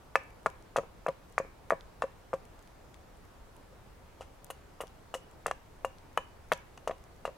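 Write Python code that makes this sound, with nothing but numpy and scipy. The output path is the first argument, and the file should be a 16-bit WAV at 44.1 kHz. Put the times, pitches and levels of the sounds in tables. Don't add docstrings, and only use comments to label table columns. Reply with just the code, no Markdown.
import sys
import numpy as np
from scipy import signal
from scipy.fft import rfft, irfft, next_fast_len
from scipy.io import wavfile
from scipy.ndimage import uniform_filter1d

SR = 44100
rng = np.random.default_rng(int(sys.argv[2]) if len(sys.argv) > 2 else 0)


def how_loud(loudness_db):
    steps = np.asarray(loudness_db, float) / 20
    return 10 ** steps


def to_wav(s):
    ch = np.atleast_2d(s).T
    pcm = np.round(np.clip(ch, -1, 1) * 32767)
    wavfile.write(sys.argv[1], SR, pcm.astype(np.int16))


N = 325017
SPAN = 8192
HZ = np.fft.rfftfreq(SPAN, 1 / SR)
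T = np.arange(SPAN) / SR
LEAD_S = 0.001


def unit(x):
    return x / np.sqrt(np.mean(x ** 2) + 1e-20)


def along(points, hz):
    point_hz, values = np.transpose(points)
    return np.interp(np.log(hz + 1), np.log(point_hz + 1), values)


def filtered(x, response):
    size = next_fast_len(N + SR // 2)
    return irfft(rfft(x, size) * response(np.fft.rfftfreq(size, 1 / SR)), size)[..., :N]


def add(track, start_s, sound):
    part = track[..., round(start_s * SR):][..., :sound.shape[-1]]
    part += sound[..., :part.shape[-1]]


def ring(modes, detune):
    hz, db, t60_s = np.transpose(modes)[:, :, None]
    hz = hz * (1 + detune * rng.standard_normal(hz.shape))
    db = db + 2.5 * rng.standard_normal(db.shape)
    decay = how_loud(db - 60 * T / np.abs(t60_s))
    return np.sum(decay * np.sin(2 * np.pi * hz * T), axis=0)


def pressed(x, contact_hz, edge_hz):
    force = np.exp(-(HZ / contact_hz) ** 2 - 2j * np.pi * HZ * LEAD_S)
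    low = 1j * HZ / edge_hz
    radiation = low ** 2 / (1 + 1.45 * low + low ** 2)
    return irfft(rfft(x) * force * radiation, SPAN)


def jolt(hz):
    turns = hz * (T - LEAD_S)
    lean = np.tanh(4 * turns)
    u = (np.pi * turns * (1.12 - 0.16 * lean)) ** 2
    return (2 * u - 1) * np.exp(-u) * (1 - 0.3 * lean)


def resonant(modes):
    response = 0
    for k, (hz, width, db) in enumerate(modes):
        peak = 1j * HZ * width / (hz * hz - HZ ** 2 + 1j * HZ * width)
        response = response + (-1) ** k * how_loud(db) * peak
    return response


def snap(colour, t60_s, rough, count):
    clumps = np.exp(rough * np.repeat(rng.standard_normal(SPAN // 16), 16))
    envelope = how_loud(-60 * T / abs(t60_s)) * (1 - np.exp(-T / 0.00036))
    burst = rng.standard_normal((count, SPAN)) * clumps * envelope
    return irfft(rfft(burst / np.abs(burst).max()) * colour, SPAN)


# pitch_hz, density_db [dB per Hz]
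AIR_SPECTRUM = [(8.8, -33), (15, 0.5), (71, -2.5), (222, -12.5), (265, -13), (325, -12.5), (535, -12.5),
                (830, -15.5), (907, -15), (2930, -29), (3590, -30.5), (14700, -39.5), (16500, -44)]
# pitch_hz, likeness [0 to 1]
SIDE_LIKENESS = [(60, 0.88), (180, 0.59), (550, 0.36), (1650, 0.29), (4970, 0.19), (15000, 0.01)]


def air(level_db, patchy_db):
    z = signal.stft(rng.standard_normal((2, N)), nperseg=512)[2]
    field = uniform_filter1d(rng.standard_normal(z.shape[1:]), size=6, axis=0)
    field = uniform_filter1d(field, size=14, axis=1)
    pair = signal.istft(z * how_loud(patchy_db * unit(field)), nperseg=512)[1][:, :N]

    def mid_side(hz):
        turn = np.arccos(np.clip(along(SIDE_LIKENESS, hz), -1, 1)) / 2
        return how_loud(along(AIR_SPECTRUM, hz)) * np.array([np.cos(turn), np.sin(turn)])

    mid, side = filtered(pair, mid_side)
    return how_loud(level_db) * np.array([mid + side, mid - side]) / np.std(mid)


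# start_s, peak_db, contact_pitch_hz, log_ring_db, blade_ping_db
BLOWS = [(0.1561, -7, 1270, -14.5, -21), (0.4613, -12, 940, -17.5, -39), (0.7616, -14, 785, -14, -35),
         (1.065, -18, 820, -6, -27.5), (1.3807, -11, 1130, -17, -36), (1.7061, -11.5, 1100, -15.5, -29),
         (2.0227, -16.5, 930, -11.5, -24), (2.3323, -21, 770, -9, -39), (4.2092, -35.5, 540, -2, -9),
         (4.5028, -34, 655, 0, -3.5), (4.8055, -28.5, 720, -2.5, -14), (5.141, -24.5, 740, -15, -4),
         (5.4617, -16.5, 990, -16, -19.5), (5.5122, -19, 890, -14, -28), (5.8476, -17.5, 790, -10, -23),
         (6.1757, -14, 845, -11.5, -15.5), (6.5187, -11, 1100, -14, -21), (6.7774, -41, 820, -20, -10),
         (6.8753, -21, 700, -3.5, -14.5), (7.253, -20.5, 790, -8, -20)]
# pitch_hz, level_db, t60_s
LOG = [(470, -0.5, 0.041), (533.7, -2, 0.094), (650, -2, 0.04), (776, -18, 0.18), (982, -0.5, 0.09),
       (1100, 0.5, 0.049), (1270, -25, 0.047)]
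# pitch_hz, level_db, t60_s
STICK = [(1010, -5, 0.049), (1202, 5.5, 0.027), (1723, 4, 0.039), (1834, 0.5, 0.022), (2300, 1.5, 0.03),
         (2420, 5, 0.013), (3370, -16, 0.0086)]


def blows():
    out = np.zeros(N)
    for start_s, peak_db, hz, log_db, _ in BLOWS:
        wood = how_loud(log_db - 7) * ring(LOG, detune=0.014)
        wood += how_loud(-18.5) * ring(STICK, detune=0.025)
        hit = jolt(hz) - pressed(wood, 2.82 * hz, edge_hz=415)
        add(out, start_s - LEAD_S, how_loud(peak_db) * hit)
    return out


# start_s, blade_pitch_hz, fibre_pitch_hz, blade_crackle_db
CUT = [(0.15, 2580, 6800, -8), (0.5, 2520, 7460, -18), (1.1, 2680, 6940, -11), (1.4, 2720, 6300, -2),
       (1.7, 2510, 6800, -16), (2.3, 2870, 7140, -18), (4.2, 2924, 7000, -16), (4.6, 2874, 10700, -17),
       (5.15, 2916, 7340, -20), (5.46, 2740, 7940, -13), (5.52, 2830, 6100, -6), (5.85, 2820, 7340, -5),
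       (6.2, 2990, 8900, 5.5), (6.521, 2990, 9900, 2), (6.534, 2950, 5800, -16), (6.8, 2890, 6500, -12),
       (7.3, 2800, 6900, -11)]


def cut(time_s):
    times_s, *columns = np.transpose(CUT)
    return [np.interp(time_s, times_s, column) for column in columns]


# start_s, peak_db, length_s, stick_db
SPLITS = [(0.156, -27, 0.015, 2), (0.4603, -29.5, .0094, -14), (0.466, -40, 0.011, 5),
          (0.7657, -29, 0.02, 9), (0.784, -37.5, 0.0035, 15.5), (1.067, -40, 0.013, 3),
          (1.0845, -41.5, 0.011, 14), (1.3794, -29, 0.023, -4), (1.7055, -32, 0.0051, -9),
          (1.711, -40.5, 0.034, 2), (2.0201, -36, 0.027, 12.5), (2.3335, -41.5, 0.03, 5),
          (4.2082, -47.5, 0.043, 8.5), (4.502, -38.5, 0.018, 7), (4.5067, -29.5, .013, -6),
          (4.808, -32, 0.021, 2.5), (4.815, -35, 0.023, 3), (5.1405, -32, 0.055, -6),
          (5.145, -30.5, 0.019, 6.5), (5.465, -23.5, .011, -1), (5.479, -46, 0.029, 16.5),
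          (5.512, -35, 0.0073, 14.5), (5.848, -34.5, 0.025, -5), (6.174, -29.5, 0.011, 10),
          (6.52, -27.5, .017, 14.5), (6.534, -23, .003, -5), (6.7754, -44, 0.0054, 7.5),
          (6.8745, -31, 0.024, 7.5), (6.911, -50, .024, 21), (7.252, -41, 0.039, 11)]
# pitch_hz, width_hz, level_db
KERF = [(700, 506, 6), (1100, 1070, 7), (1760, 970, 6.5), (2430, 1480, 2), (3400, 3000, -7)]
# pitch_hz, width_hz, level_db
WEDGED = [(2860, 140, -12), (5400, 350, -12), (6750, 300, -11), (8100, 350, -13), (10000, 700, -12)]


def splits():
    out, wood, steel = np.zeros((2, N)), resonant(KERF), resonant(WEDGED)
    for start_s, peak_db, length_s, wood_db in SPLITS:
        _, fibre_hz, steel_db = cut(start_s)
        fibres = resonant([(fibre_hz, 0.93 * fibre_hz, 3)]) ** 2
        colour = fibres + how_loud(wood_db + 10) * wood + how_loud(steel_db + 10.5) * steel
        add(out, start_s, how_loud(peak_db) * snap(colour, 2.17 * length_s, rough=0.65, count=2))
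    return out


def blade():
    out, onset = np.zeros(N), 1 - np.exp(-T / 0.00041)
    for start_s, peak_db, _, _, ping_db in BLOWS:
        blade_hz = cut(start_s)[0]
        ping = ring([(blade_hz, peak_db + ping_db, 0.044)], detune=0)
        add(out, start_s, onset * ping)
    return out


# pitch_hz, t60_s
BRUSH_DECAY = [(300, 0.27), (1000, 0.36), (2500, 0.4), (4000, 0.24), (10000, 0.18)]
# pitch_hz, level_db
TWIGS = [(300, -9.5), (800, -10.5), (2000, -7), (2600, 0.5), (3000, -1.5), (3400, -2), (6000, 3),
         (12000, -2.5)]


def brush(chop):
    out, step = np.zeros((2, N)), round(0.31 * SR)
    scattered = filtered(chop, lambda hz: how_loud(along(TWIGS, hz)))
    for i in range(0, N, step):
        hz, t, z = signal.stft(rng.standard_normal((2, SR // 2)), SR, nperseg=256)
        decay = how_loud(-60 * t / along(BRUSH_DECAY, hz)[:, None])
        fill_in = 1 - 0.088 * np.exp(-t / 0.064)
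        tail = signal.istft(z * decay * fill_in, SR, nperseg=256)[1]
        tail = tail / np.linalg.norm(tail[0])
        add(out, i / SR + 0.006, signal.fftconvolve(scattered[None, i:i + step], tail, axes=1))
    return out


# start_s, peak_db, ring_pitch_hz, t60_s
KNOCKS = [(0.185, -45, 510, .02), (0.466, -20, 1380, 0.024), (0.778, -23.5, 570, 0.021),
          (0.7854, -21, 550, 0.024), (0.794, -26, 545.5, 0.071), (0.835, -38.5, 470, 0.038),
          (1.083, -23, 696, 0.025), (1.089, -22.5, 542, 0.067), (1.401, -24.5, 540, 0.024),
          (1.449, -40.5, 470, .03), (1.7195, -26.5, 650, 0.061), (1.7225, -18.5, 576, 0.031),
          (1.733, -24.5, 550, .023), (2.037, -29, 525, 0.021), (2.041, -26.5, 544, 0.045),
          (2.338, -22, 535, 0.044), (3.726, -50, 520, 0.063), (4.812, -32.5, 550, 0.02),
          (4.837, -32.5, 420, 0.02), (5.151, -31.5, 527, .09), (5.468, -28.5, 547, 0.02),
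          (5.481, -32.5, 594, 0.044), (6.184, -30.5, 1010, 0.055), (6.523, -22.5, 615, 0.032),
          (6.535, -34.5, 534, 0.068), (6.882, -33, 664, .02), (6.896, -26.5, 617, 0.026),
          (6.91, -27, 690, 0.026), (7.278, -30.5, 556, 0.041), (7.291, -37.5, 605, 0.037)]


def knocks():
    out, swell = np.zeros(N), 1 - np.exp(-T / 0.0022)
    for start_s, peak_db, hz, t60_s in KNOCKS:
        note = ring([(hz, 0, t60_s)], detune=0)
        note += how_loud(-9) * ring(LOG, detune=0.011)
        note += how_loud(-16) * ring(STICK, detune=0.036)
        thump = swell * ring([(162.7, -21.5, 0.09)], detune=0.043)
        hit = thump + 0.74 * jolt(1.82 * hz) - pressed(note, 3.5 * hz, edge_hz=292)
        add(out, start_s - LEAD_S, how_loud(peak_db - 3) * hit)
    return out


# start_s, peak_db, pitch_hz, pan_db [left over right]
CHIPS = [(0.235, -49, 7900, 3), (0.305, -53, 6300, 6), (0.4318, -54, 7100, 5), (0.5007, -47, 7000, 14),
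         (0.6245, -49, 5200, 12), (1.2989, -51, 9500, 6), (1.3242, -48, 7700, 9), (1.699, -42, 5500, 4),
         (1.8084, -42, 3000, -6), (2.4528, -48, 8300, 10), (2.5916, -48, 7000, 11), (2.626, -49, 7000, -1),
         (2.675, -47, 4500, -6), (2.943, -45.5, 3000, 13), (3.1707, -54, 7400, 7), (3.2517, -53, 7700, -2),
         (3.5657, -49.5, 8500, -15), (4.445, -38, 9500, 18), (4.467, -46, 6000, 5),
         (4.8708, -45.5, 5400, 14), (4.879, -47.5, 4400, 5), (5.3124, -54, 7200, 21),
         (5.9844, -52, 4400, 15), (6.1304, -51, 6100, 14), (6.174, -37, 7500, 4), (6.4871, -51, 7900, -1),
         (6.5758, -43, 9300, -2), (6.982, -51, 6700, 11), (7.0397, -46.5, 6000, -5), (7.1628, -51, 7000, 5)]


def chips():
    out = np.zeros((2, N))
    for start_s, peak_db, hz, pan_db in CHIPS:
        body_db = 1.5 + 9 * np.log2(7000 / hz)
        colour = resonant([(hz, 1.2 * hz, 0)]) ** 2 + resonant([(2730, 1500, body_db)])
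        tick = snap(colour, t60_s=0.0039, rough=0.08, count=1)
        sides_db = np.array([[pan_db / 2], [-pan_db / 2]])
        add(out, start_s, how_loud(peak_db + sides_db) * tick / np.abs(tick).max())
    return out


# pitch_hz, lean_db [left minus right]
LEAN = [(200, 2), (1000, 2.2), (4000, 2.4), (7000, .3), (12000, 0)]


def direct(chop, unlike):
    def ground(hz):
        return 1 + 0.5 * np.exp(-2j * np.pi * hz * 0.001466) / (1 + 1j * hz / 2500)

    def sides(hz):
        return how_loud(along(LEAN, hz) * np.array([[0.5], [-0.5]]))

    def housing(hz):
        return np.array([[0.55], [-0.55]]) * hz / (hz + 6000)

    return filtered(chop, lambda hz: ground(hz) * sides(hz)) + filtered(unlike, housing)


def scene():
    tear, unlike = splits()
    chop = blows() + blade() + knocks() + tear
    mix = direct(chop, unlike) + how_loud(-13.5) * brush(chop) + chips()
    dulled = filtered(mix, lambda hz: 1 / (1 + (hz / 13500) ** 4))
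    return dulled + air(level_db=-55.5, patchy_db=0.84)


def roll_off(x):
    return signal.sosfilt(signal.butter(12, 16640, fs=SR, output="sos"), x)


def record(dry):
    mix = filtered(dry, lambda hz: hz < 16100)
    return roll_off(mix)


dry = scene()
out = record(dry)
to_wav(out)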